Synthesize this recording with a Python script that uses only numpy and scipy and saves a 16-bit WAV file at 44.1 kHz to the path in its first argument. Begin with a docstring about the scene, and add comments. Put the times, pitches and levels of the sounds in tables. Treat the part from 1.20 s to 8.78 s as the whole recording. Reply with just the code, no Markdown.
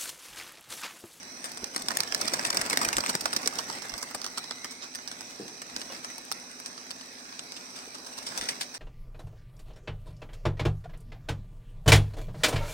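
"""Dry open ground, a few metres from a flock of pigeons that takes off and circles overhead.
Wing tips clap as shaped noise bursts with sharp cracks; noise of fluctuating level swishes and rustles.
Narrow noise bands make a wing whistle and its overtone; low noise puffs at the microphone, wings thump.
Far behind, the town is steady noise, with an idling engine and a thin buzz built from sines,
two wavering resonant tones, one dull filtered thud and a faint clink of decaying modes."""
import sys
import numpy as np
from scipy import signal
from scipy.fft import rfft, irfft, next_fast_len
from scipy.io import wavfile
from scipy.ndimage import map_coordinates

SR = 44100
rng = np.random.default_rng(int(sys.argv[2]) if len(sys.argv) > 2 else 0)


def file_out(sig):
    """Save sig as 16-bit WAV at sys.argv[1]."""
    # one column per channel
    cols = np.atleast_2d(sig).T
    # limit, then scale
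    lim = np.clip(cols, -1, 1)
    pcm = np.round(lim * 32767).astype(np.int16)
    wavfile.write(sys.argv[1], SR, pcm)


N = 334278
TIME = np.arange(N) / SR

# Wing claps loud and faint, with some late ticks and one echo off the ground:
# start_s, snap_db (over 10 ms, before trim), t60_s (before each range's linger), hollow body_db re snap,
# side_db (left re right, in full on the snap), crack_share (of power, 0-1, before its reach)
WING_CLAPS = [(0.0304, -46, 0.013, -2, 6, .3), (0.2425, -32, 0.12, -4, 7, 0.23),
              (0.318, -39.5, 0.02, -22, 2, 0.5), (0.3726, -38.5, 0.036, -4, 7, 0),
              (0.4424, -31, 0.0076, -12.5, -5, 0), (0.548, -43, 0.014, 0, 3, .4),
              (0.5622, -27, 0.021, -4.5, 2.5, 0.6), (0.5792, -36, .01, -24, 7, 0.7),
              (.597, -47, 0.012, -16, 14, .4), (0.622, -37, 0.016, -21, 14, 0.5),
              (0.685, -24.5, 0.013, -9.5, 2.5, 0.27), (0.705, -33.5, 0.059, 3, -31, 0.04),
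              (0.7165, -37.5, 0.026, 1, 11, 0.2), (0.751, -45, 0.018, -9, 2, 0),
              (0.7706, -24, 0.012, -8, 0, 0.13), (0.8044, -23, 0.013, -11, -4, 0),
              (0.834, -33, 0.011, -4, -1, 0.4), (0.876, -41, .018, -23, -16, 0.2),
              (0.9234, -29.5, 0.012, -6.5, -6, 0.25), (0.9471, -23.5, 0.017, -9.5, -6, 0.26),
              (1.013, -29, .008, -11, 17, .4), (1.015, -29, 0.021, -5.5, -14, 0),
              (1.0547, -37, 0.012, -12, 5, 0.3), (1.079, -25.5, 0.023, -8.5, -4, 0.05),
              (1.1359, -23.5, 0.035, -6, 0, 0.08), (1.1932, -31, 0.022, -0.5, 0, 0.15),
              (1.25, -25.5, 0.026, -5.5, 0.5, 0), (1.263, -30.5, 0.08, -10, 9, 0.3),
              (1.3028, -24.5, 0.017, -6, 3, 0.1), (1.328, -33, .035, -7, -1, 0.2),
              (1.346, -33, 0.018, -4, 0, 0.2), (1.371, -22, 0.019, -10.5, -1.5, .4),
              (1.4144, -27, 0.03, -4.5, 2, 0.45), (1.4628, -34, .013, -22, 5, 0.6),
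              (1.499, -26.5, 0.025, -9, 0, 0.3), (1.508, -32.5, 0.025, -1, 2, 0),
              (1.5292, -26.5, 0.049, -0.5, -1, 0.1), (1.5364, -37, .016, -29, 1, 0),
              (1.5728, -22, 0.018, -4.5, 1, 0.3), (1.6146, -26.5, 0.11, 1.5, 3.5, 0.12),
              (1.648, -26.5, 0.034, -1, 1, 0.1), (1.6879, -26.5, 0.01, -4, -6, 0.6),
              (1.7293, -28, 0.05, -1, 1, 0.2), (1.7678, -23.5, 0.022, -10, -4, 0),
              (1.782, -28.5, 0.031, 5, 5, 0), (1.8055, -30, .015, -21, -8, 0.2),
              (1.838, -39, 0.02, 9, 0, 0.2), (1.8618, -30, 0.016, 0, 6, 0.06),
              (1.8697, -34, 0.01, -10, -14, 0.5), (1.893, -24, 0.052, -5, -1.5, 0),
              (1.952, -26, 0.0072, -4, 4, 0.44), (2.0092, -30.5, 0.026, -15, -3, 0),
              (2.0561, -26, 0.019, 1, 0, 0), (2.13, -32, 0.0082, -1.5, -2, 0.7),
              (2.134, -30, .022, -5, 1, 0), (2.164, -23, 0.032, -10, -2.5, 0.47),
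              (2.231, -40, .03, 2, -6, 0), (2.2584, -30, 0.023, -11, -4, 0.1),
              (2.2747, -21.5, 0.012, -9.5, -1, 0.23), (2.2786, -34, 0.01, -13, -6, 0.5),
              (2.326, -44, 0.024, 4, -23, 0), (2.387, -27, 0.036, -6, -5, 0),
              (2.499, -35, 0.03, 0, -5, 0.1), (2.6213, -38.5, 0.02, -6, -14, 0.3),
              (2.695, -36.5, 0.024, -9, -14, 0.3), (2.7386, -35.5, 0.019, -7, -8, 0.1),
              (2.779, -35.5, 0.05, -11, -9, .05), (2.814, -42, 0.022, -6, -9, 0),
              (2.8268, -32, 0.025, -5, -1.5, 0), (2.91, -40.5, 0.031, -2.5, -9, 0),
              (2.9466, -31.5, 0.03, -3.5, 1.5, 0.03), (3.0164, -36, 0.014, -12, -3, 0.2),
              (3.0438, -32.5, 0.028, -9.5, -4, 0.4), (3.064, -33, 0.017, -9, -3, 0.2),
              (3.1747, -31, 0.04, -6, -7, 0.06), (3.181, -32, .022, -4.5, -2, 0.16),
              (3.24, -42, 0.027, -8, -8, 0), (3.3094, -31.5, 0.017, -6, 0, 0),
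              (3.4453, -34, 0.047, -4, 0, 0.44), (3.509, -37.5, 0.14, -12, -3, 0.1),
              (3.622, -36, 0.18, -5.5, -4, 0.03), (3.7498, -34, 0.045, -5, 0, 0.07),
              (3.788, -46.5, .02, 4, 0, 0.4), (3.876, -34.5, 0.047, -10.5, -7, 0.15),
              (3.9143, -38.5, 0.018, -3.5, 3, 0.2), (4.008, -38.5, 0.016, -10, -6, .3),
              (4.28, -41.5, 0.021, -7, 3, .2), (4.4179, -37.5, 0.03, -4.5, -3, 0.2),
              (4.564, -31, 0.017, -7.5, 0, 0), (4.616, -35.5, 0.029, -8, 3, 0.5),
              (4.748, -41.5, 0.032, -5, 0, 0.16), (4.8452, -35.5, 0.027, -1, 6, 0),
              (4.9004, -42.5, 0.034, -2, 2, 0), (4.981, -40.5, 0.032, -3, 0, 0.3),
              (5.1158, -27.5, 0.015, -7, -19, 0.77), (5.1234, -31, 0.0052, -18, 22, 0),
              (5.314, -48, .012, -15, 0, 0.3), (5.4002, -42.5, .02, -3, -2, .3),
              (5.4608, -34.5, 0.085, -10, 0, 0.56), (5.5763, -41.5, 0.046, -4.5, -6, 0),
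              (5.7075, -36.5, 0.0078, -12, 5, 0.1), (5.7123, -36.5, 0.011, -10, -7, 0.1),
              (5.811, -41, 0.022, -6, 13, 0.2), (6.125, -44.5, 0.041, -0.5, 6, 0),
              (6.1931, -35, 0.011, -9, 3, 0), (6.321, -39.5, 0.0055, -11, -1, 0.4),
              (6.365, -38.5, 0.06, -12, -2, .1), (6.557, -36.5, 0.42, -8, 4, 0),
              (6.746, -40, 0.088, -6, 3, 0.1), (6.864, -41, 0.05, -3, -1, 0.07),
              (6.979, -35.5, 0.056, -5.5, -1, 0.04), (7.0664, -30.5, 0.14, -10, -0.5, 0.02),
              (7.1765, -28.5, 0.037, -11.5, 4, 0.27), (7.2123, -30, 0.29, -4.5, 3, 0.3),
              (7.2875, -28, 0.14, -6, 1, 0.23), (7.29, -28, 0.016, -7.5, 0, 0.3),
              (7.41, -28.5, 0.11, -10, -0.5, 0.08), (7.4124, -33, .02, -2.5, 4, 0.3),
              (7.5424, -35.5, 0.12, -6.5, 0, 0.08)]
# How near and busy the flock is: time_s, level_db of its rush (a guide for the levels of each range)
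FLOCK_LEVEL = [(0.0, -48.5), (0.22, -47.5), (0.3, -47), (0.52, -46.5), (0.64, -44), (1.08, -41.5),
               (1.46, -40.5), (1.73, -41), (1.92, -42.5), (2.43, -44), (2.89, -46.5), (3.3, -48),
               (3.7, -49.5), (4.03, -47), (4.42, -49.5), (4.58, -46), (4.73, -46), (4.82, -48), (5.66, -49),
               (6.3, -48.5), (6.86, -48), (7.23, -45), (7.58, -49)]
# The two microphone ports resonate differently: frequency_hz, left_re_right_db
MIC_PORTS = [(150, 0.5), (700, 0), (1200, -4), (1800, -6), (2800, -0.5), (3600, 5), (4400, -6.5),
             (5400, -7.5), (6500, -5.5), (7500, 7), (8600, 11), (10600, 9.5), (12300, 1.5), (15500, -2)]
# Low, middle and treble ranges of the wing sounds: low_hz, high_hz
WING_RANGES = [(20, 600), (600, 2500), (2500, 17000)]


def from_db(db):
    """Decibels to amplitude gain."""
    return 10 ** (np.asarray(db) / 20)


def rms_one(x):
    """Scale to unit power."""
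    return x / np.sqrt(np.mean(x ** 2) + 1e-20)


def at_hz(points, hz):
    """Read a spectrum on a log-frequency axis."""
    f, value = np.transpose(points)
    return np.interp(np.log(hz + 1e-3), np.log(f), value)


def in_time(rows, t):
    """Read each column of a curve in time."""
    s, *columns = np.transpose(rows)
    return [np.interp(t, s, c) for c in columns]


def pan(db):
    """Left and right gains for a level difference, at constant power."""
    pair = from_db(np.array([[.5], [-.5]]) * db)
    return pair / np.sqrt(np.mean(pair ** 2, axis=0))


def add(out, x, s):
    """Mix a short sound in at a time in seconds."""
    i = int(round(s * SR))
    a, b = max(i, 0), min(i + x.shape[1], N)
    out[:, a:b] += x[:, a - i:b - i]


def drift(rate):
    """Random wander with spread 1: straight lines between random levels, `rate` of them per second."""
    knots = rng.standard_normal(4000)
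    return rms_one(np.interp(TIME * rate, np.arange(len(knots)), knots))


def response(spectrum, edges, hz):
    """Gain of each microphone port for one range of a spectrum."""
    low, high = edges
    band = 1 / np.sqrt((1 + (low / (hz + 1)) ** 10) * (1 + (hz / high) ** 10))
    return band * from_db(at_hz(spectrum, hz)) * pan(at_hz(MIC_PORTS, hz))


def causal(gain):
    """Minimum-phase filter with these gains: it rings only after the blow."""
    cepstrum = irfft(np.log(gain + 1e-4))
    half = cepstrum.shape[-1] // 2
    cepstrum[:, 1:half] *= 2
    cepstrum[:, half + 1:] = 0
    return np.exp(rfft(cepstrum))


def diffuse(spectrum, edges, grain_db=0):
    """Stereo noise from all around, alike in the bass; random steps in level (grain) make it crackle."""
    # left-right likeness of diffuse sound: frequency_hz, likeness (-1 to 1)
    likeness = [(30, 1), (200, 0.9), (400, 0.76), (700, 0.36), (1300, -0.42), (2500, 0.12), (16000, -0.22)]
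    size = next_fast_len(N)
    hz = np.fft.rfftfreq(size, 1 / SR)
    steps = np.repeat(rng.standard_normal(size), 32)[:size]
    mid, side = rfft(rng.standard_normal((2, size)) * from_db(grain_db * steps))
    alike = np.clip(at_hz(likeness, hz), -.99, .99)
    pair = np.sqrt(1 + alike) * mid + np.sqrt(1 - alike) * side * [[1], [-1]]
    return rms_one(irfft(pair * response(spectrum, edges, hz), size)[:, :N])


def hum():
    """Noise through narrow resonances gives wavering tones that come and go in the distance."""
    # thin tones: frequency_hz, width_hz, level_db
    thin_tones = [(2545, 22, -66), (4005, 35, -62)]
    fading_db, fades_per_s = 2.5, 13
    out = 0
    for hz, width_hz, db in thin_tones:
        r = np.exp(-np.pi * width_hz / SR)
        resonance = [1, -2 * r * np.cos(2 * np.pi * hz / SR), r * r]
        tones = signal.lfilter([1, 0, -1], resonance, rng.standard_normal((3, N)))
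        # one part is common to both ears, a weaker one is separate in each
        pair = tones[0] + .5 * tones[1:]
        out = out + from_db(db) * rms_one(pair * from_db(fading_db * drift(fades_per_s)))
    return out * pan(-0.5)


def far_buzz():
    """Only the high overtones of a far buzz stand out of the hiss; each fades on its own."""
    # level of the overtones: frequency_hz, level_db
    overtones = [(4400, -73), (5400, -72), (5790, -63), (6000, -69), (6200, -66), (6450, -77)]
    pulse_hz, waver_hz, fading_db = 125.8, .15, 2
    cycles = np.cumsum(pulse_hz + waver_hz * drift(8)) / SR
    first, last = int(overtones[0][0] / pulse_hz), int(overtones[-1][0] / pulse_hz)
    out = 0
    for k in range(first, last + 1):
        hz = k * pulse_hz
        level = from_db(at_hz(overtones, hz) + fading_db * drift(13))
        tone = np.sin(2 * np.pi * (k * cycles + rng.random((2, 1))))
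        out = out + level * pan(at_hz(MIC_PORTS, hz)) * tone
    return np.sqrt(2) * out


def engine():
    """A far engine idles: a few whole multiples of its cycle rate get through and throb together."""
    # engine orders: multiple (of the cycle rate), level_db
    engine_orders = [(13, -72), (16, -65.5), (17, -61.5), (18, -64.5), (25, -74)]
    cycle_hz, waver_hz = 14.76, 0.022
    cycles = np.cumsum(cycle_hz + waver_hz * drift(1.426)) / SR
    orders = sum(from_db(db) * np.sin(2 * np.pi * round(order) * cycles) for order, db in engine_orders)
    return np.sqrt(2) * orders * pan(-2.7)


def far_thud(size=4096):
    """Something heavy lands far off: a dull blow that bounces, then a rumble from the walls around."""
    # the blow and its bounces: start_s, peak_db
    thud_hits = [(4.198, -30), (4.208, -30.5), (4.217, -35)]
    # spectrum of the blow and rumble: frequency_hz, density_db (per Hz)
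    thud_spectrum = [(100, -7), (135, -1), (220, -2), (340, 1), (460, 3.5), (560, -16), (750, -11),
                     (1200, -36)]
    range_hz = (120, 1200)
    rumble_db, rumble_t60_s, rise_s = -39.5, 0.52, 0.0091
    out = np.zeros((2, N))
    blow = irfft(causal(response(thud_spectrum, range_hz, np.fft.rfftfreq(size, 1 / SR))))
    for s, db in thud_hits:
        add(out, from_db(db) * blow / np.abs(blow).max(), s)
    t = np.maximum(TIME - thud_hits[0][0], 0)
    rumble = from_db(-60 * t / rumble_t60_s) * (1 - np.exp(-t / rise_s))
    return out + from_db(rumble_db) * rumble * diffuse(thud_spectrum, range_hz)


def far_clink():
    """A small hard thing is knocked far off; its modes ring briefly."""
    # ringing modes: frequency_hz, level_db (re the clink's level), t60_s
    clink_modes = [(540, 4.5, 0.11), (1067, -2, .1), (2870, -2, 0.14), (3400, -5, .08), (3700, -11, .08)]
    start_s, level_db, rise_s = 4.70, -43.5, 0.0014
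    out, t = np.zeros((2, N)), np.arange(SR) / SR
    ringing = 0
    for hz, db, t60 in clink_modes:
        ringing = ringing + from_db(db - 60 * t / t60) * np.sin(2 * np.pi * (hz * t + rng.random()))
    add(out, from_db(level_db) * ringing * (1 - np.exp(-t / rise_s)) * pan(0), start_s)
    return out


def downstrokes():
    """Power of the air swept by the wings just after each listed clap."""
    delay_s, width_s = 0.048, 0.019
    power, t = np.zeros((1, N)), np.arange(SR // 4) / SR
    sweep = np.exp(-.5 * ((t - delay_s) / width_s) ** 2)
    for s, snap_db, *_ in WING_CLAPS:
        add(power, from_db(snap_db) ** 2 * sweep[None], s)
    return power[0]


def town_and_wing_rush():
    """The steady wash of the town; whatever rises above it is air and small flicks of many feathers."""
    # spectra of the town and of the feathers: frequency_hz, density_db (per Hz)
    town_spectrum = [(30, -15), (70, -12), (120, -7.5), (250, -0.5), (400, -2), (1100, -3.5), (1600, -0.5),
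                     (2500, -1), (2900, -18), (3400, -11), (4400, -4.5), (5400, 5.5), (6100, 9),
                     (6700, -14.5), (8400, -6.5), (10500, -16.5), (15500, -32)]
    feather_spectrum = [(30, -20), (70, -13.5), (120, -8.5), (250, 1.5), (400, -2.5), (750, -1),
                        (1100, -3.5), (2000, -3.5), (3200, -11), (4200, -7), (5700, -2.5), (6900, -14.5),
                        (8400, -5), (10000, -19.5), (12000, -22), (15500, -18)]
    # triples are for the low whoosh, the swish and the feather rustle
    town_db = (-57.0, -55, -49.5)
    rush_ref_db, rush_db, db_per_swell_db = -45, (-51, -46, -43.5), (1.57, 1.62, 1)
    stroke_db = (-34, -26, -28.5)  # downstroke swish re snap
    surge_db, surges_per_s = (2, 1.3, 1.6), 41
    flicks_per_s, flick_s, grain_db = 130, (.008, .005, .0025), (0, 2.0, 3.0)
    smooth_flow = (1.1, .6, .45)  # even airflow under the flicks
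    blend_per_db = 3  # dB of unevenness lost per dB that the rush falls below its reference

    flicks = (rng.random(N) < flicks_per_s / SR) + 1e-18
    strokes = downstrokes()
    swell_db = in_time(FLOCK_LEVEL, TIME)[0] - rush_ref_db
    # a far flock blends into an even wash
    near = np.clip(from_db(blend_per_db * swell_db), 0, 1)
    # the rush surges as the strokes of many wings overlap
    surge = drift(surges_per_s) * near
    out = 0
    for k, edges in enumerate(WING_RANGES):
        # each flick has its own power in each range; it jumps and dies, soonest in the treble
        decay = np.exp(-1 / (flick_s[k] * SR))
        flutter = signal.lfilter([1], [1, -decay], flicks * rng.random(N) ** 2)
        flutter_gain = rms_one(np.sqrt(smooth_flow[k] ** 2 + flutter))
        total = from_db(rush_db[k] + db_per_swell_db[k] * swell_db)
        town = from_db(town_db[k])
        rush_power = np.maximum(total ** 2 - town ** 2, 0)
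        wings = np.sqrt(rush_power + from_db(stroke_db[k]) ** 2 * strokes)
        wings = wings * (1 - near + near * flutter_gain)
        surging = from_db(surge_db[k] * surge)
        out = out + town * diffuse(town_spectrum, edges)
        out = out + surging * wings * diffuse(feather_spectrum, edges, grain_db[k])
    return out


def uneven(x, size=1024):
    """Narrow bands of a hiss swell and fade on their own; unevenness grows from the bass up to 2 kHz."""
    patch_db, patch_hz, patch_s = 3.2, 170, .07
    hz, s, bands = signal.stft(x, SR, nperseg=size)
    knots = rng.standard_normal((int(SR / patch_hz), int(N / SR / patch_s) + 3))
    depth_db = patch_db * np.clip(hz / 2000, 0, 1)[:, None]
    grid = np.meshgrid(hz / patch_hz, s / patch_s, indexing="ij")
    gain = from_db(depth_db * map_coordinates(knots, grid, order=3))
    gain = gain / np.sqrt(np.mean(gain ** 2, axis=1, keepdims=True))
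    return signal.istft(bands * gain, SR, nperseg=size)[1][:, :N]


def wing_whistle(track):
    """A wing sings in the airflow: a breathy band of noise that follows one pitch track."""
    wander_per_s = 260
    hz, db = in_time(track, TIME)
    phase = 2 * np.pi * np.cumsum(hz) / SR
    breathy = []
    for ear in range(2):
        breathy.append(drift(wander_per_s) * np.cos(phase) + drift(wander_per_s) * np.sin(phase))
    return from_db(db) * rms_one(np.array(breathy))


def downwash():
    """Each near stroke pushes a soft, deep puff of air at the microphone."""
    # downwash of the nearest wings: centre_s, level_db (before the trim)
    air_puffs = [(.43, -54), (.62, -54), (1.14, -57), (1.41, -48), (1.54, -55), (1.66, -47), (1.78, -44),
                 (2.06, -55), (2.17, -55), (2.26, -55), (2.74, -52), (2.95, -56), (4.56, -54), (7.21, -50)]
    width_s, top_hz, trim_db = 0.017, 115, -3.5
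    swell = sum(from_db(db) * np.exp(-.5 * ((TIME - s) / width_s) ** 2) for s, db in air_puffs)
    return from_db(trim_db) * swell * diffuse([(30, -1.2), (120, 0.19)], (26, top_hz))


def whumps(size=2048):
    """A cupped wing traps air and lets it go in a few low cycles."""
    # hollow thumps under a near wing: centre_s, level_db (over 10 ms), pitch_hz (band centre)
    trapped_air = [(0.435, -38.5, 298), (0.564, -39.5, 314), (0.646, -44, 230), (1.025, -45, 340),
                   (1.136, -34, 320), (1.346, -37.5, 400), (1.536, -35, 300), (1.575, -41, 340),
                   (1.664, -38, 340), (1.785, -34, 280), (1.896, -36, 251), (1.955, -33, 236),
                   (2.06, -45, 300), (2.168, -39, 260), (2.265, -37, 368), (2.375, -46, 310),
                   (2.5, -44.5, 280), (2.95, -44, 400), (3.178, -52, 320), (3.451, -49, 300),
                   (4.57, -44.5, 260), (6.678, -47, 363), (7.178, -48, 260), (7.225, -43.5, 270)]
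    width_s, octaves = 0.0045, 0.52
    out, hz = np.zeros((2, N)), np.fft.rfftfreq(size, 1 / SR)
    t = (np.arange(size) - size / 2) / SR
    for s, db, centre_hz in trapped_air:
        push = rng.standard_normal(size) * np.exp(-.5 * (t / width_s) ** 2)
        hollow = np.exp(-.5 * (np.log2((hz + 1) / centre_hz) / octaves) ** 2)
        # scaled so that its energy equals 10 ms at the listed level
        thump = rms_one(irfft(rfft(push) * hollow)) * np.sqrt(.01 * SR / size)
        add(out, from_db(db) * thump * pan(0), s + t[0])
    return out


def other_birds(count=2):
    """Claps of the rest of the flock, in runs of nearly even wing beats, each bird at its own rate."""
    beats_per_s, rate_spread, beat_jitter = 11, 0.097, 0.055
    start_s, re_rush_db, spread_db = .55, -3, 2
    typical_t60_s, body_db, side_spread_db, crack_share = 0.01, -6.5, 5.5, .4
    rows = []
    for bird in range(count):
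        period_s = np.exp(rate_spread * rng.standard_normal()) / beats_per_s
        s = start_s + period_s * rng.random()
        for late, strong, long, side in rng.standard_normal((90, 4)):
            s += period_s * np.exp(beat_jitter * late)
            if s < N / SR:
                db = in_time(FLOCK_LEVEL, s)[0] + re_rush_db + spread_db * strong
                t60_s = typical_t60_s * np.exp(.5 * long)
                rows.append((s, db, t60_s, body_db, side_spread_db * side, crack_share))
    return rows


def wing_claps(size=4096):
    """The wings meet with a crack, then the quills rattle out; a glancing stroke brushes in more slowly."""
    # spectrum of a clap: frequency_hz, density_db (per Hz)
    clap_spectrum = [(100, -7.5), (250, -4), (400, 3), (800, -0.5), (2000, -8), (3200, -4.5), (4000, -1.5),
                     (5100, 4), (5800, 3.5), (6800, -6), (8400, 1), (10000, -9.5), (12000, -16.5),
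                     (15500, -14.5)]
    # bearing of the birds: time_s, left_lead_ms
    bird_bearing = [(0, 0.43), (1.4, 0.41), (1.6, 0.33), (2.2, 0.41), (2.95, 0.057), (3.3, 0.087),
                    (3.75, -0.385), (4.5, 0.43), (7.5, 0.44)]
    # echo off the ground: time_s, delay_ms
    ground_echo = [(0.5, 2.7), (2.3, 3.54), (2.95, 10.2), (3.45, 11), (5.1, 6.3), (5.7, 5.9), (7.5, 3.8)]
    # tone as the birds turn: time_s, brightness_db (snap, per octave, before spread),
    # cup_hz (pitch of the air cupped between the wings, before spread)
    clap_tone = [(0, 0, 1310), (.7, 2, 1620), (1.15, 0, 1480), (1.55, 2.5, 1720), (2.3, 0.5, 1360),
                 (2.95, 2, 1240), (3.25, -3.5, 1260), (3.75, -0.5, 1800), (4.56, -2, 1360),
                 (4.85, -0.5, 1600), (5.12, 4.5, 990), (5.46, -0.5, 1340), (6.25, -8.5, 1470),
                 (6.95, 1.5, 1110), (7.29, -2, 1860)]
    # triples are for the (thump, body, snap)
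    scatter, linger, crack_reach, trim_db = (.12, .45, 1.0), (1.2, .85, .7), (.3, .8, 1), 0.1
    thump_re_snap_db, thump_db_per_body_db = -19, 0.3
    cup_db, cup_octaves, cup_spread_octaves, bright_spread_db = 14.0, 0.53, 0.2, 2
    ripple_db, ripple_hz = 2.5, 450
    bounce, bounce_s, ground_db = 0.39, (.0007, .0018), -11.0
    quill_spread_db, brush_db, brush_share = 5.5, -11, 0.1
    rattle_shape = 1.4  # the rattle holds, then stops; 1 would be a plain exponential decay
    lead_s = .008  # room for the brush ahead of the clap

    out = np.zeros((2, N))
    t, hz = np.arange(size) / SR - lead_s, np.fft.rfftfreq(size, 1 / SR)
    after, octave = np.maximum(t, 0), np.log2(hz + 1)
    click = np.exp(-2j * np.pi * hz * lead_s)
    ranges = [(100, 600)] + list(WING_RANGES[1:])
    thump, body, snap = [response(clap_spectrum, edges, hz) for edges in ranges]
    for s, snap_db, t60, body_db, side_db, crack in list(WING_CLAPS) + other_birds():
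        crack = np.clip(crack, 0, 1)
        bright_db, cup_hz = in_time(clap_tone, s)
        cup_hz = cup_hz * 2 ** (cup_spread_octaves * rng.standard_normal())
        bright_db = bright_db + bright_spread_db * rng.standard_normal()
        thump_db = thump_re_snap_db + thump_db_per_body_db * body_db
        cup_distance = (octave - np.log2(cup_hz)) / cup_octaves
        hollow = from_db(cup_db * np.exp(-.5 * cup_distance ** 2))
        # the treble tilts about 6500 Hz, by one octave's worth at most
        tilt = from_db(bright_db * np.clip(octave - np.log2(6500), -1, 1))
        # the spread feathers ring at slightly different pitches on every beat
        ripple = from_db(ripple_db * np.interp(hz / ripple_hz, np.arange(99), rng.standard_normal(99)))

        lead_ear_s = in_time(bird_bearing, s)[0] / 1000
        ground_s = in_time(ground_echo, s)[0] / 1000
        arrival = np.exp(1j * np.pi * hz * lead_ear_s * np.array([[1], [-1]]))
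        # a close bounce combs every stroke differently; the ground answers later
        arrival = arrival * (1 + bounce * np.exp(-2j * np.pi * hz * rng.uniform(*bounce_s)))
        ground = 1 + from_db(ground_db) * np.exp(-2j * np.pi * hz * ground_s)

        # the quills strike as separate ticks of very unequal strength
        quills = from_db(quill_spread_db * np.repeat(rng.standard_normal(size // 16), 16))
        brush_rise = np.exp(np.minimum(t, 0) / (brush_share * t60))
        brush = from_db(brush_db) * (1 - crack) ** 4 * brush_rise
        layers = [(thump, thump_db), (body * hollow, body_db), (snap * tilt * ripple, 0)]
        for k, (colour, rel_db) in enumerate(layers):
            range_t60_s = max(t60 * linger[k], 1e-3)
            dying = from_db(-60 * (after / range_t60_s) ** rattle_shape)
            envelope = quills * np.where(t < 0, brush, dying)
            rattle = rfft(rms_one(rng.standard_normal((3, size)) * envelope)) / np.sqrt(size)
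            # stony ground scatters a different rattle to each port
            rattle = (rattle[0] * arrival + rattle[1:] * scatter[k]) / np.hypot(1, scatter[k])
            # the crack is one sharp pressure pulse
            share = crack * crack_reach[k]
            sound = (np.sqrt(1 - share) * rattle + np.sqrt(share) * click * arrival) * ground
            # scaled so that its energy equals 10 ms at the set level
            beat = rms_one(irfft(sound * causal(colour))) * np.sqrt(.01 * SR / size)
            # the thump stays central, the body moves half as far as the snap
            add(out, beat * from_db(snap_db + rel_db + trim_db) * pan(side_db * k / 2), s - lead_s)
    return out


def surroundings(x):
    """Bank, trees and walls return a thin, dull tail; the close ports share its bass."""
    wet_db, t60_s, gap_s, dull_hz, apart_hz = -23, 0.077, .006, 5000, 900
    t = np.arange(SR // 2) / SR
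    mid, side = rng.standard_normal((2, len(t))) * from_db(-60 * t / t60_s) * (t > gap_s)
    side = signal.sosfilt(signal.butter(1, apart_hz, "high", fs=SR, output="sos"), side)
    dulling = signal.butter(1, dull_hz, fs=SR, output="sos")
    tail = signal.sosfilt(dulling, [mid + side, mid - side])
    return from_db(wet_db) * signal.fftconvolve(x, rms_one(tail) / np.sqrt(len(t)), axes=1)[:, :N]


def scene():
    """The town behind, the flock in front; claps and clink also sound in the surroundings."""
    # a bird's wing whistle and its overtone near twice the pitch, a track each: time_s, pitch_hz, level_db
    whistle_tracks = [
        [(2.4, 2115, -63), (2.75, 2073, -51), (3.0, 2015, -58), (3.25, 2030, -57), (3.45, 2080, -51),
         (3.8, 2390, -66), (4.3, 2420, -65.5)],
        [(3.0, 3910, -73), (3.2, 3990, -48.5), (3.38, 3960, -51), (3.6, 3950, -60.5)],
    ]
    far = hum() + far_buzz() + engine() + far_thud()
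    air = uneven(town_and_wing_rush()) + downwash() + whumps()
    air = air + sum(wing_whistle(track) for track in whistle_tracks)
    sharp = far_clink() + wing_claps()
    return far + air + sharp + surroundings(sharp)


def record(dry):
    """The top is cut steeply above 15.9 kHz."""
    return signal.sosfilt(signal.ellip(10, .1, 80, 15900, fs=SR, output="sos"), dry)


dry = scene()
out = record(dry)
file_out(out)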